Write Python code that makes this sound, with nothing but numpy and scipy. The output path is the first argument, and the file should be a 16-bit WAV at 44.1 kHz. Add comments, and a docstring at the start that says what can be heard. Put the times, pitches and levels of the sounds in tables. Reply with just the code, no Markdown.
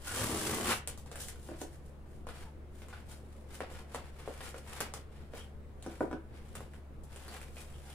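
"""A small curtained room: a strip is torn off a stiff cardboard mailer, then hands turn, pry and search it.
Random fibre breaks, coloured by filters, make the fizz, panel rattle and flap rumble of the card.
Damped bursts make the crease snaps, uneven slips ring the crinkles, and short pushes ring a box
that serves as a table when a small tool knocks on it. Sparse noise tails give the room's brief ring.
Drifting air noise and wavering sines make the soft background with its appliance hum."""
import sys
import numpy as np
from scipy import signal
from scipy.fft import rfft, irfft
from scipy.io import wavfile
from scipy.ndimage import uniform_filter1d

SR = 44100
rng = np.random.default_rng(int(sys.argv[2]) if len(sys.argv) > 2 else 0)


def transcribe(u):
    """Save the signal u as a 16-bit wav file named by the first command-line argument.

    u: samples, shape (n,) or (channels, n), limited to [-1, 1]; the rate is SR.
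    q: integer samples, one column per channel.
    """
    v = np.clip(np.atleast_2d(u).T, -1, 1)
    q = np.round(v * 32767).astype(np.int16)
    wavfile.write(sys.argv[1], SR, q)


N = 350154

# Pull on the strip as it rips: t/s, fibre fizz level/dB
TEAR_PULL = [(0.0, -65.5), (0.03, -56), (0.076, -45.5), (0.122, -44.5), (0.188, -41), (0.328, -43),
             (0.526, -42), (0.6, -44), (0.726, -36.5), (0.79, -55)]
# Hand strokes that slide over and crumple the card: t/s, length/s, fizz level/dB, rattle level/dB
HAND_STROKES = [(1.221, 0.011, -45, -54), (1.435, 0.054, -59.5, -69), (1.495, 0.053, -79, -60),
                (1.613, 0.0068, -55.5, -60), (1.732, 0.018, -66.5, -67), (1.86, 0.012, -70.5, -76),
                (2.1, 0.066, -73, -75), (2.36, 0.066, -62, -56), (2.772, 0.034, -65, -66),
                (2.905, 0.097, -71, -62.5), (3.114, 0.019, -57.5, -57.5), (3.25, 0.18, -74, -74),
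                (3.51, .015, -70, -60), (3.544, 0.011, -56, -57), (3.713, 0.079, -63, -56),
                (3.944, 0.0074, -57.5, -52.5), (4.044, 0.042, -68.5, -60.5), (4.199, 0.28, -64.5, -57.5),
                (4.458, 0.021, -52.5, -51), (4.568, 0.013, -60, -59), (4.69, 0.13, -55.5, -51.5),
                (5.127, 0.11, -74, -65), (5.372, 0.024, -58, -53.5), (5.853, 0.027, -66, -60),
                (5.918, 0.024, -64.5, -59), (6.013, 0.016, -65.5, -62), (6.118, 0.0077, -76, -67),
                (6.36, 0.021, -68.5, -58.5), (6.46, 0.15, -71, -67), (6.73, 0.0098, -74, -69),
                (7.125, 0.013, -63.5, -59), (7.205, 0.054, -61.5, -58), (7.331, 0.037, -56.5, -51.5),
                (7.483, 0.053, -68.5, -67), (7.58, .04, -58.5, -60.5), (7.68, 0.18, -66.5, -64.5),
                (7.892, .05, -60.5, -58)]
# Colour of breaking fibres: f/Hz, relative level/dB
FIZZ_COLOUR = [(1760, -48), (3000, -8), (6170, -6.5), (7560, -2), (8640, -3), (9660, -1), (12300, -11),
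               (15100, -10.5), (16000, -47)]
# Colour of the rattling panels: f/Hz, relative level/dB
RATTLE_COLOUR = [(290, -30), (500, -2), (601, -12.5), (749, -3.5), (917, -7.5), (1680, -8), (2220, -10),
                 (4500, -20), (5850, -28), (9900, -120)]
# Colour of the shaking flap: f/Hz, relative level/dB
RUMBLE_COLOUR = [(41, -31), (70, -13), (108, -4), (163, -16.5), (204, -7.5), (269, -10), (344, -5),
                 (900, -12.5), (1170, -15), (1980, -120)]
# Creases that snap: t/s, crack peak level/dB, pop peak level/dB, pop f/Hz, thump peak level/dB
CREASE_SNAPS = [(0.8748, -19.5, -33.5, 2270, -40), (0.976, -37, -50, 1140, -51),
                (1.061, -45, -43.5, 970, -53), (1.1154, -34.5, -39.5, 1630, -45),
                (1.157, -34, -37, 1630, -52), (1.285, -27, -38.5, 2040, -56), (1.3582, -60, -50, 1530, -63),
                (2.2689, -45, -35.5, 1120, -43), (2.2884, -43.5, -37, 1330, -40),
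                (2.8195, -49, -42, 2380, -46), (2.885, -48, -47, 1210, -50), (2.9286, -51, -37, 1390, -55),
                (3.6052, -41, -28.5, 1970, -29), (3.714, -46, -50, 1580, -42),
                (3.9466, -30.5, -30, 1010, -33.5), (4.2765, -47, -56, 1000, -28.5),
                (4.4064, -40, -36, 1820, -46), (4.5435, -59, -38, 1200, -37), (4.8048, -19, -25, 1170, -31),
                (4.9382, -26, -34, 1220, -39.5), (5.336, -58, -38.5, 1230, -36),
                (6.5533, -33, -36.5, 1300, -43.5), (6.606, -44.5, -42, 1080, -41.5),
                (6.736, -52, -45, 1750, -59), (7.0355, -49, -68, 1570, -58), (7.161, -39, -42, 3100, -44.5),
                (7.281, -39, -40.5, 1380, -52), (7.415, -39, -40, 2280, -53),
                (7.5682, -55, -39.5, 2510, -47)]
# Facets of card that buckle many times in a row: t/s, length/s, f/Hz, rms level/dB
FACET_CRINKLES = [(0.052, 0.11, 1440, -52), (.53, 0.036, 2070, -52), (1.116, 0.015, 546, -53),
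                  (1.157, 0.025, 542, -57), (1.116, 0.11, 1640, -66), (2.42, 0.057, 900, -64),
                  (2.927, 0.023, 1410, -58), (4.408, 0.018, 1810, -54.5), (5.372, 0.056, 3160, -64),
                  (7.28, 0.017, 4450, -60), (7.567, 0.032, 2510, -62.5), (7.73, 0.034, 3120, -69),
                  (7.901, 0.02, 3100, -66)]
# Tool blows on the box: t/s, ring peak level/dB, contact time/ms, click peak level/dB
TOOL_KNOCKS = [(1.489, -36.5, 0.44, -52), (1.515, -39, 0.72, -62), (1.615, -31, 0.16, -31.5),
               (5.825, -52, 0.27, -40), (5.863, -30.5, 0.49, -41), (6.007, -21.5, 0.59, -48),
               (6.113, -32, 0.11, -52), (6.129, -29, 0.2, -53)]
# Ringing modes of the box: f/Hz, relative level/dB, 60 dB decay time/s
BOX_MODES = [(210, -15, 0.09), (335, -10.5, 0.17), (340, 3, 0.083), (412, -4, 0.073), (534, 5, 0.028),
             (617, -2, 0.058), (735, 3.5, 0.036), (966, -4, 0.063), (1190, -10, 0.034), (1493, -2.5, 0.022),
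             (1740, -6.5, 0.018), (2140, -12, 0.016)]
# Room decay: f/Hz, 60 dB decay time/s
ROOM_DECAY = [(150, 0.21), (660, 0.26), (1740, 0.35), (4600, 0.21), (12000, 0.12)]
# What the curtained walls send back: f/Hz, relative level/dB
WALL_RETURN = [(200, 8), (1000, -1.5), (4000, 4), (12000, 6.5)]
# Likeness of diffuse sound in the two channels: f/Hz, likeness (0 to 1)
STEREO_LIKENESS = [(30, 0.57), (100, 0.86), (300, 0.92), (700, 0.44), (1500, 0.12), (3000, 0.057)]
# Lag of direct sound in the right channel: f/Hz, phase/rad
RIGHT_LAG = [(0, 0), (4000, 1.7), (6000, 3.1), (8800, 6.3), (11000, 6.7), (22050, 14)]
# Colour of the air noise: f/Hz, relative level/dB
AIR_COLOUR = [(15, 3), (30, -6.5), (50, -13), (100, -7), (170, -14.5), (250, -16), (500, -17.5),
              (800, -25.5), (1400, -30.5), (3000, -41), (6000, -49.5), (9500, -47.5), (16000, -56)]
# Partials of the motor hum before they waver: f/Hz, rms level/dB
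HUM_PARTIALS = [(71.8, -52), (143, -64), (214.5, -65), (350, -71.5)]

AIR_DB = -51.5  # rms
# Above this pull the rattle gains extra level: GROWTH more dB for each dB of pull
RATTLE_DB, RATTLE_FROM_DB, RATTLE_GROWTH = -2, -43, 1.29
FLAP_S, FLAP_LENGTH_S, FLAP_DB = 0.2, 0.51, -40  # the freed flap shakes
RISE_DB_PER_S, FALL_DB_PER_S = 293, 231  # into and out of each stroke
CRACK_HZ, THUMP_HZ, CLICK_HZ = 8700, 534, 7100
# After a snap the card rustles on, below crack and pop
SETTLE_FIZZ_DB, SETTLE_RATTLE_DB, SETTLE_DB_PER_S = -19, -15, 254
FAINT_CRACK_DB, SETTLE_SHARE = -41.5, 0.47  # cracks above the faint level carry over only in part
BAND_LIMIT_HZ = 15900


def friction():
    """Breaking fibres fizz and, with heavier jolts, rattle the panels; the jolts also shake the flap."""
    breaks = both_channels(fibres(per_s=4500, spread_db=1.5, clump_db=2.5), spread=3.6)
    jolts = both_channels(fibres(per_s=1500, spread_db=3.5, clump_db=1.0), spread=5.5)
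    fizz_gain, rattle_gain, rumble_gain = effort()
    rattle_drive = evened(1.06 * breaks + jolts)
    fizz = signal.oaconvolve(breaks * fizz_gain, causal(FIZZ_COLOUR)[None])
    rattle = signal.oaconvolve(rattle_drive * rattle_gain, causal(RATTLE_COLOUR)[None])
    rumble = signal.oaconvolve(jolts * rumble_gain, causal(RUMBLE_COLOUR)[None])
    return (fizz + rattle + rumble)[:, :N]


def effort():
    """Gains of fizz, rattle and rumble: rip, strokes and settling add as powers; the flap drives the rumble."""
    t = np.arange(0, N + 64, 64) / SR
    pull_db = np.interp(t, *np.transpose(TEAR_PULL), left=-150, right=-150)
    firm_db = np.maximum(pull_db - RATTLE_FROM_DB, 0)
    power = gain_of([pull_db, pull_db + RATTLE_DB + RATTLE_GROWTH * firm_db]) ** 2
    for s, length, fizz_db, rattle_db in HAND_STROKES:
        power = power + level(t, s, length, [fizz_db, rattle_db]) ** 2
    for s, crack_db, pop_db, _, _ in CREASE_SNAPS:
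        carried_db = FAINT_CRACK_DB + SETTLE_SHARE * (crack_db - FAINT_CRACK_DB)
        settle_db = [carried_db + SETTLE_FIZZ_DB, pop_db + SETTLE_RATTLE_DB]
        settling = (t > s) * level(t, s, 0, settle_db, fall_db_per_s=SETTLE_DB_PER_S)
        power = power + settling ** 2
    flap = level(t, FLAP_S, FLAP_LENGTH_S, [FLAP_DB], rise_db_per_s=127, fall_db_per_s=450)
    gains = (*np.sqrt(power), flap[0])
    return [np.interp(np.arange(N) / SR, t, gain) for gain in gains]


def fibres(per_s, spread_db, clump_db):
    """Tiny breaks at random moments, a few of them large, coming in clumps."""
    size_db = spread_db * np.minimum(rng.exponential(1, N), 5)
    size = gain_of(size_db) * rng.choice([-1., 1.], N)
    clumps = evened(uniform_filter1d(rng.standard_normal(N), size=300))
    return evened(size * (rng.random(N) < per_s / SR) * gain_of(clump_db * clumps))


def both_channels(x, spread):
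    """Breaks spread over the card reach the right channel a few samples early or late."""
    at = np.arange(N) + np.round(spread * rng.standard_normal(N)).astype(int)
    return np.array([x, np.bincount(np.clip(at, 0, N - 1), x, N)])


def snaps():
    """A crease gives way: a bright crack, a pop of the panel and a thump of the hollow mailer."""
    out, fibre_colour = np.zeros(N), causal(FIZZ_COLOUR)[:150]
    draws = rng.standard_normal((len(CREASE_SNAPS), 3, 300))
    for (s, crack_db, pop_db, pop_hz, thump_db), noise in zip(CREASE_SNAPS, draws):
        add(out, s, burst(crack_db, CRACK_HZ, 0.4, 0.045, noise[0], fibre_colour))
        add(out, s, burst(pop_db, pop_hz, 1.0, 0.14, noise[1]))
        # the offset gives the thump a one-sided push; (1, -1) then takes its slope
        add(out, s, burst(thump_db, THUMP_HZ, 0.91, 0.11, 1.5 + noise[2], colour=(1, -1)))
    return out


def burst(db, hz, cycles, rough_ms, noise, colour=(1,)):
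    """A ragged jolt, strongest around rough_ms, rings one pitch that fades by 1/e in the given cycles."""
    t = np.arange(3000) / SR
    ring = np.sin(2 * np.pi * hz * t) * np.exp(-t * hz / cycles)
    u = t[:len(noise)] * 1000 / rough_ms
    jolt = np.convolve(noise * u * np.exp(-u), colour)
    sound = np.convolve(jolt, ring)
    return gain_of(db) * sound / abs(sound).max()


def crinkles():
    """Uneven slips keep one facet ringing at its own pitch for a short spell."""
    out, t = np.zeros(N), np.arange(2500) / SR
    shape = (len(FACET_CRINKLES), 6000)
    slips = rng.standard_normal(shape) * (rng.random(shape) < 900 / SR)  # about 900 slips a second
    for (s, length, hz, db), slip in zip(FACET_CRINKLES, slips):
        spell = slip[:round(length * SR)]
        ring = np.sin(2 * np.pi * hz * t) * t * np.exp(-t * hz / 2.1)
        sound = signal.fftconvolve(spell * signal.windows.tukey(len(spell), .4), ring)
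        rms = np.sqrt(np.sum(sound ** 2) / len(spell) + 1e-20)
        add(out, s, gain_of(db) * sound / rms)
    return out


def knocks():
    """A short push rings the box; a longer contact is duller, and each blow lands on another spot."""
    out, t = np.zeros(N), np.arange(9000) / SR
    draws = rng.standard_normal((len(TOOL_KNOCKS), 300))
    for (s, blow_db, contact_ms, click_db), noise in zip(TOOL_KNOCKS, draws):
        # the spot sets the level and phase of each mode
        spot_db, spot_phase = 1.5 * noise, .9 * noise[::-1]
        ring = sum(gain_of(db + d - 60 * t / t60) * np.sin(2 * np.pi * hz * t + p)
                   for (hz, db, t60), d, p in zip(BOX_MODES, spot_db, spot_phase))
        u = t[:300] * 1000 / contact_ms
        push = np.sin(np.pi * u) ** 2 * (u < 1)
        ring = np.convolve(ring, push)
        # the ring carries no deep bass
        ring = signal.lfilter(*signal.butter(2, 230, "high", fs=SR), ring)
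        add(out, s, gain_of(blow_db) * ring / abs(ring).max())
        add(out, s, burst(click_db, CLICK_HZ, 0.8, 0.5, noise))
    return out


def room(x):
    """Three sparse decaying tails take turns, so the ring varies from sound to sound."""
    out, turn = np.zeros((2, N)), np.arange(N) / SR * 2.7
    for k in range(3):
        # one random-sign echo about every 20 samples
        taps = np.zeros((2, SR // 2))
        at = np.arange(60, SR // 2 - 20, 20) + rng.integers(0, 20, (2, 1))
        at = at + rng.integers(0, 10, at.shape)
        np.put_along_axis(taps, np.minimum(at, SR // 2 - 1), rng.choice([-1., 1.], at.shape), 1)
        hz, t, z = signal.stft(taps, SR, nperseg=512, noverlap=448)
        decay_db = read(WALL_RETURN, hz)[:, None] - 60 * t / read(ROOM_DECAY, hz)[:, None]
        spectrum = diffuse(z[0], z[1], hz) * gain_of(decay_db)
        tail = signal.istft(spectrum, SR, nperseg=512, noverlap=448)[1]
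        share = np.sqrt(2 / 3) * np.cos(np.pi * (turn + k / 3))
        out += signal.fftconvolve((x * share)[None], tail / 18, axes=1)[:, :N]
    return out


def diffuse(z, other, hz):
    """Mixes two spectra into a diffuse stereo field, most alike in the bass."""
    same = np.clip(read(STEREO_LIKENESS, hz), 0, 1)[:, None]
    return np.array([z, same * z + np.sqrt(1 - same ** 2) * other])


def background():
    """Soft air noise with drifting patches, and a motor hum whose pitch and level waver."""
    frames, hz = N // 512 + 5, np.fft.rfftfreq(2048, 1 / SR)
    a, b, c, d, patches = rng.standard_normal((frames, 1025, 5)).T
    patches = uniform_filter1d(patches, size=16, axis=0)  # over frequency
    patches = evened(uniform_filter1d(patches, size=6, axis=1))  # over time
    air_gain = gain_of(read(AIR_COLOUR, hz)[:, None] + 1.22 * patches)
    z = diffuse(a + 1j * b, c + 1j * d, hz) * air_gain
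    air = gain_of(AIR_DB) * evened(signal.istft(z, nperseg=2048, noverlap=1536)[1][:, :N])
    turns = np.cumsum(1 + 0.01125 * wander(rate_hz=3.0)) / SR  # one pitch drift shared by all partials
    hum = np.zeros(N)
    for k, (partial_hz, db) in enumerate(HUM_PARTIALS):
        # higher partials waver more in level
        partial_gain = np.sqrt(2) * gain_of(db + (0.2 + 0.49 * k) * wander(rate_hz=5.5))
        hum += partial_gain * np.sin(2 * np.pi * (partial_hz * turns + rng.random()))
    return air + hum


def wander(rate_hz):
    """Slow random drift of rms 1, from sines up to rate_hz."""
    t = np.arange(0, N + 256, 256) / SR
    slow = sum(np.sin(2 * np.pi * (f * t + rng.random())) / np.sqrt(f)
               for f in rate_hz * np.geomspace(.05, 1, 24))
    return np.interp(np.arange(N) / SR, t, evened(slow))


def gain_of(db):
    """Decibels to a factor."""
    return 10 ** (np.asarray(db) / 20)


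def evened(x):
    """Scales to rms 1."""
    return x / np.sqrt(np.mean(x ** 2) + 1e-20)


def read(points, hz):
    """Reads a table of (Hz, value) on a log frequency axis."""
    f, value = np.transpose(points)
    return np.interp(np.log(hz + 1), np.log(f + 1), value)


def add(mix, s, sound):
    """Mixes a sound in at time s."""
    part = mix[round(s * SR):][:len(sound)]
    part += sound[:len(part)]


def causal(points):
    """Minimum-phase impulse response of a spectrum, floored at -70 dB, energy 1."""
    db = read(points, abs(np.fft.fftfreq(8192, 1 / SR)))
    log_gain = np.log(gain_of(np.maximum(db, -70)))
    taps = np.fft.ifft(np.exp(log_gain - 1j * signal.hilbert(log_gain).imag)).real[:3000]
    return taps / np.linalg.norm(taps)


def level(t, s, length, db, rise_db_per_s=RISE_DB_PER_S, fall_db_per_s=FALL_DB_PER_S):
    """Gain of one gesture: rise until s, hold for its length, fall."""
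    rise_db = rise_db_per_s * np.maximum(s - t, 0)
    fall_db = fall_db_per_s * np.maximum(t - s - length, 0)
    return gain_of(np.array(db)[:, None] - rise_db - fall_db)


def scene():
    """Direct sound lags by frequency in the right channel; room and air are diffuse, the hum is central."""
    rubbing, blows = friction(), snaps() + knocks() + crinkles()
    left, right = rubbing + blows
    lag = np.interp(np.fft.rfftfreq(N, 1 / SR), *np.transpose(RIGHT_LAG))
    direct = np.array([left, irfft(rfft(right) * np.exp(-1j * lag), N)])
    room_send = gain_of(3.0) * rubbing[0] + gain_of(9.0) * blows
    return direct + room(room_send) + background()


def record(dry):
    """The left channel is 1.1 dB stronger; then a steep low-pass limits the band."""
    balanced = dry * gain_of([[.55], [-.55]])
    low_pass = signal.firwin(511, BAND_LIMIT_HZ, window=("kaiser", 9), fs=SR)
    return signal.oaconvolve(balanced, low_pass[None], "same")


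dry = scene()
out = record(dry)
transcribe(out)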